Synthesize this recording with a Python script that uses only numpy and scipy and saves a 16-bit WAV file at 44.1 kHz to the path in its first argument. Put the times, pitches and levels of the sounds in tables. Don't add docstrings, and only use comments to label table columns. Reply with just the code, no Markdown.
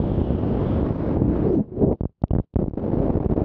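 import sys
import numpy as np
from scipy import signal
from scipy.fft import rfft, irfft, next_fast_len
from scipy.io import wavfile
from scipy.ndimage import uniform_filter1d

SR = 44100
rng = np.random.default_rng(int(sys.argv[2]) if len(sys.argv) > 2 else 0)


def store_wav(level_fs):
    pcm = np.round(np.clip(np.atleast_2d(level_fs), -1, 1) * 32767)
    wavfile.write(sys.argv[1], SR, pcm.T.astype(np.int16))


N = 151704
T = np.arange(N) / SR

# time in seconds, then buffet, roar, hiss and top sizzle levels in dB.
FLOW_LEVELS = [(0, -27, -27.5, -44.5, -64), (.36, -26.5, -28, -45.5, -65), (.52, -26, -24, -42, -62.5),
               (.62, -23.5, -26.5, -40, -62), (.81, -22.5, -25.5, -40.5, -62.5), (.835, -30, -30, -45, -69),
               (.86, -22, -24, -38.5, -61), (.93, -30.5, -31.5, -46, -65), (1.13, -25.5, -23, -38.5, -61.5),
               (1.2, -25.5, -26, -51, -73.5), (1.28, -22, -29, -46.5, -71), (1.36, -25, -26, -41, -64),
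               (1.47, -25, -25.5, -44, -68), (1.55, -29.5, -26.5, -50, -65.5),
               (1.61, -24.5, -26.5, -59.5, -79.5), (1.632, -49.5, -46, -63, -90),
               (1.665, -44.5, -48.5, -73.5, -87.5), (1.71, -41.5, -43, -66, -89.5),
               (1.80, -29, -27.5, -55.5, -74.5), (1.83, -21, -16.5, -50, -78),
               (1.875, -22, -25.5, -62.5, -90), (1.932, -25, -20.5, -50.5, -79.5),
               (1.944, -29, -33.5, -76.5, -82), (1.97, -61, -58, -79, -88), (2.11, -64, -72, -86.5, -101),
               (2.16, -81.5, -94, -100, -105), (2.28, -61.5, -60, -79, -104), (2.37, -38.5, -49, -77, -94),
               (2.445, -59, -61.5, -76.5, -88), (2.485, -89, -102, -103, -110), (2.53, -80, -79, -99, -106),
               (2.58, -42.5, -46.5, -58, -83.5), (2.615, -27.5, -19, -49, -71.5),
               (2.65, -37.5, -46, -77, -87), (2.722, -55, -59, -72.5, -90), (2.765, -48, -43, -66.5, -84.5),
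               (2.78, -31, -27, -48.5, -70), (3.44, -32.5, -26, -46, -69)]
# time in seconds, depth in dB.
FLUTTER_DEPTH = [(0, 2), (1.6, 3.5), (2.0, 4.5), (2.83, 6), (3.1, 10.5), (3.44, 6)]
# time in seconds, level change in dB.
SPUTTERS = [(2.579, -14), (2.588, 8.5), (2.662, 18), (2.684, 22.5), (2.698, 20.5), (2.742, 14),
            (2.756, 13.5), (2.776, 9), (3.121, -10.5), (3.22, -6), (3.286, -14.5), (3.353, -14.5)]
# frequency in Hz, relative density in dB.
BUFFET_COLOUR = [(15, -23.5), (30, -18), (55, -4), (90, -4), (160, -4), (230, -12.5), (400, -44)]
ROAR_COLOUR = [(110, -19), (200, 2.5), (300, 3.5), (450, -2), (650, -9), (900, -20), (1300, -44),
               (2200, -71)]
HISS_COLOUR = [(500, 4), (1000, 5.5), (1500, -4), (2200, -12), (3000, -22), (4500, -38), (7000, -58.5)]
SIZZLE_COLOUR = [(1500, -7.5), (2800, 5), (4000, -1), (5000, -6), (6000, -12), (7000, -24.5), (8200, -39.5),
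                 (14000, -46)]
# time in seconds, pitch in Hz, level in dB.
HOOT = [(1.1, 229.4, -38.5), (1.25, 259.7, -22), (1.33, 349.2, -26), (1.40, 270.2, -30.5),
        (1.47, 393.6, -22.5), (1.52, 416, -21.5), (1.555, 289.5, -18), (1.61, 200, -21.5),
        (1.66, 322.3, -56.5), (1.75, 349, -36), (1.835, 459.4, -23), (1.89, 351.5, -27.5), (1.97, 346, -66)]
# time in seconds, pitch in Hz, level in dB.
WHISTLE = [(0, 3235, -60.5), (.25, 3096, -58.5), (.46, 2826, -61.5), (.7, 3200, -57), (.86, 3186, -64),
           (1.0, 2720, -87), (1.38, 2356, -69.5), (1.54, 5900, -75.5), (1.62, 6120, -88)]
# time in seconds, signed pressure (linear, before the port shapes it).
SLAPS = [(.0022, 0.36), (0.0397, 0.24), (.117, 0.3), (0.1803, 0.32), (.192, .21), (0.2162, 0.37),
         (0.3056, 0.43), (.3495, 0.26), (0.4356, 0.23), (0.5135, 0.25), (0.6584, 0.25), (0.8297, 0.44),
         (0.8553, -0.25), (0.9073, 0.4), (1.0821, .22), (1.17, 0.5), (1.22, 0.45), (1.8294, 0.17),
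         (1.9271, -0.19), (2.0095, .3), (2.0351, -0.23), (2.0546, 0.3), (2.095, .007), (2.219, -0.039),
         (2.2379, -.45), (2.2394, -.49), (2.2398, .48), (2.3082, .23), (2.3092, .19), (2.311, .27),
         (2.334, -.29), (2.3354, -.28), (2.3362, .23), (2.352, 0.36), (2.3632, -0.36), (2.3725, -0.073),
         (2.386, 0.4), (2.3995, -0.33), (2.539, 0.032), (2.5589, 0.41), (2.565, -0.39), (2.5897, .2),
         (2.5916, -0.36), (2.597, -0.2), (2.6223, -.22), (2.6276, -.24), (2.6413, 0.26), (2.674, -.08),
         (2.6809, -0.16), (2.7102, -0.062), (2.7361, -0.12), (2.933, -0.35), (2.9712, -0.26),
         (3.0017, 0.36), (3.0327, -0.18), (3.0782, 0.12), (3.103, 0.49), (3.111, -0.092), (3.1549, 0.42),
         (3.1705, -0.38), (3.2105, 0.22), (3.261, -0.44), (3.2989, 0.33), (3.324, -0.42), (3.378, -0.28),
         (3.4179, -0.31)]
# time in seconds, nominal level in dB, pitch in Hz.
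CRACKS = [(1.928, -41, 1900), (2.2217, -45, 3700), (2.2386, -42, 2300), (2.282, -51, 3200),
          (2.3511, -33, 1400), (2.3846, -34.5, 1300), (2.5416, -48.5, 3000), (2.5583, -37.5, 1800)]
# frequency in Hz, level in dB before the decay.
PORT_MODES = [(2950, -39), (5700, -53)]

FLUTTER_HZ, FLUTTER_BIAS, FLUTTER_CREST = 58, 0.23, 0.61
BUFFET_FLUTTER, HISS_FLUTTER = 1, 0.7
EVEN_S = 0.043
CATCH_S, LULL_S = 0.0024, 0.0065
HOOT_WAVER_HZ, WHISTLE_WAVER_HZ = 52, 350
RISE_MS, TAIL_MS = 0.39, 1.36
SNAP_DB, SNAP_WIDTH_MS = -30.5, 0.085
PORT_LEAK_HZ, PORT_Q = 54, 0.8
CRACK_SPREAD, CRACK_TOP_HZ = 1.28, 6410
RING_AT_S, RING_T60_S = 2.3092, 0.0073
CUTOFF_HZ = 15850


def from_db(db):
    return 10 ** (np.asarray(db) / 20)


def rms_one(x):
    return x / np.sqrt(np.mean(x ** 2) + 1e-20)


def in_time(rows):
    seconds, *columns = np.transpose(rows)
    return [np.interp(T, seconds, column) for column in columns]


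def pulse(at_s, half_s):
    return np.exp(-((T - at_s) / half_s) ** 2)


def evened(x):
    power = uniform_filter1d(np.abs(x) ** 2, max(int(EVEN_S * SR), 8))
    power = uniform_filter1d(power, max(int(EVEN_S * SR / 2), 8))
    return x / np.sqrt(power + 1e-12)


def noise(colour):
    hz, db = np.transpose(colour)
    size = next_fast_len(N)
    f = np.maximum(np.fft.rfftfreq(size, 1 / SR), 1)
    gain = from_db(np.interp(np.log(f), np.log(hz), db))
    gain = gain * np.minimum(f / hz[0], 1) ** 2 * np.minimum(hz[-1] / f, 1) ** 2
    white = rng.standard_normal(size)
    return evened(irfft(rfft(white) * gain, size)[:N])


def drift(hz):
    lowpass = signal.butter(2, hz, fs=SR, output="sos")
    wander = signal.sosfilt(lowpass, rng.standard_normal(N + SR))
    return rms_one(wander[SR:])


def edge_tone(curve, waver_hz):
    hz, db = in_time(curve)
    inside = (T >= curve[0][0]) & (T <= curve[-1][0])
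    sounding = uniform_filter1d(1.0 * inside, size=1000)
    waver = evened(drift(waver_hz) + 1j * drift(waver_hz))
    carrier = np.exp(2j * np.pi * np.cumsum(hz) / SR)
    return sounding * from_db(db) * rms_one(np.real(waver * carrier))


def port_ring():
    age = np.maximum(T - RING_AT_S, 0)
    onset = np.tanh(1000 * age / RISE_MS) ** 2
    envelope = from_db(-60 * age / RING_T60_S) * onset
    return envelope * sum(from_db(db) * np.sin(2 * np.pi * hz * age) for hz, db in PORT_MODES)


def cracks():
    out = np.zeros(N)
    for at_s, db, hz in CRACKS:
        click = from_db(db) * SR / (2 * hz) * signal.unit_impulse(SR // 100)
        band = signal.butter(2, [hz / CRACK_SPREAD, hz * CRACK_SPREAD], "band", fs=SR, output="sos")
        out[int(at_s * SR):][:len(click)] += signal.sosfilt(band, click)
    treble_limit = signal.butter(10, CRACK_TOP_HZ, fs=SR, output="sos")
    return signal.sosfilt(treble_limit, out + 1e-18)


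def slaps():
    spikes, tips = np.zeros((2, N))
    for at_s, pressure in SLAPS:
        centre = int(at_s * SR)
        near = slice(max(centre - SR // 200, 0), centre + SR // 200)
        ms = (T[near] - at_s) * 1000
        spikes[near] += pressure / np.cosh(ms / RISE_MS) ** 2
        tips[near] += pressure / np.cosh(ms / SNAP_WIDTH_MS)
    keep = np.exp(-1000 / (TAIL_MS * SR))
    charge = TAIL_MS / RISE_MS * signal.lfilter([1 - keep], [1, -keep], spikes + 1e-18)
    leak = 2 * np.pi * PORT_LEAK_HZ
    b, a = signal.bilinear([1, 0, 0], [1, leak / PORT_Q, leak * leak], SR)
    return signal.lfilter(b, a, charge + from_db(SNAP_DB) * tips)


def rush():
    buffet_db, roar_db, hiss_db, sizzle_db = in_time(FLOW_LEVELS)
    depth_db, = in_time(FLUTTER_DEPTH)
    swing_db = depth_db * np.minimum(drift(FLUTTER_HZ) + FLUTTER_BIAS, FLUTTER_CREST)
    sputter_db = sum(db * pulse(at_s, CATCH_S if db > 0 else LULL_S) for at_s, db in SPUTTERS)
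    buffet = from_db(buffet_db + BUFFET_FLUTTER * swing_db) * noise(BUFFET_COLOUR)
    roar = from_db(roar_db + swing_db) * noise(ROAR_COLOUR)
    hiss = from_db(hiss_db + HISS_FLUTTER * swing_db) * noise(HISS_COLOUR)
    sizzle = from_db(sizzle_db + HISS_FLUTTER * swing_db) * noise(SIZZLE_COLOUR)
    return from_db(sputter_db) * (buffet + roar + hiss + sizzle)


def scene():
    edges = edge_tone(WHISTLE, WHISTLE_WAVER_HZ) + edge_tone(HOOT, HOOT_WAVER_HZ)
    port = port_ring() + cracks() + slaps()
    return (edges + port + rush())[None]


def record(dry):
    start = np.minimum(T / 0.002, 1) ** 2
    top_cut = signal.cheby2(12, 70, CUTOFF_HZ, fs=SR, output="sos")
    return signal.sosfilt(top_cut, dry * start)


dry = scene()
out = record(dry)
store_wav(out)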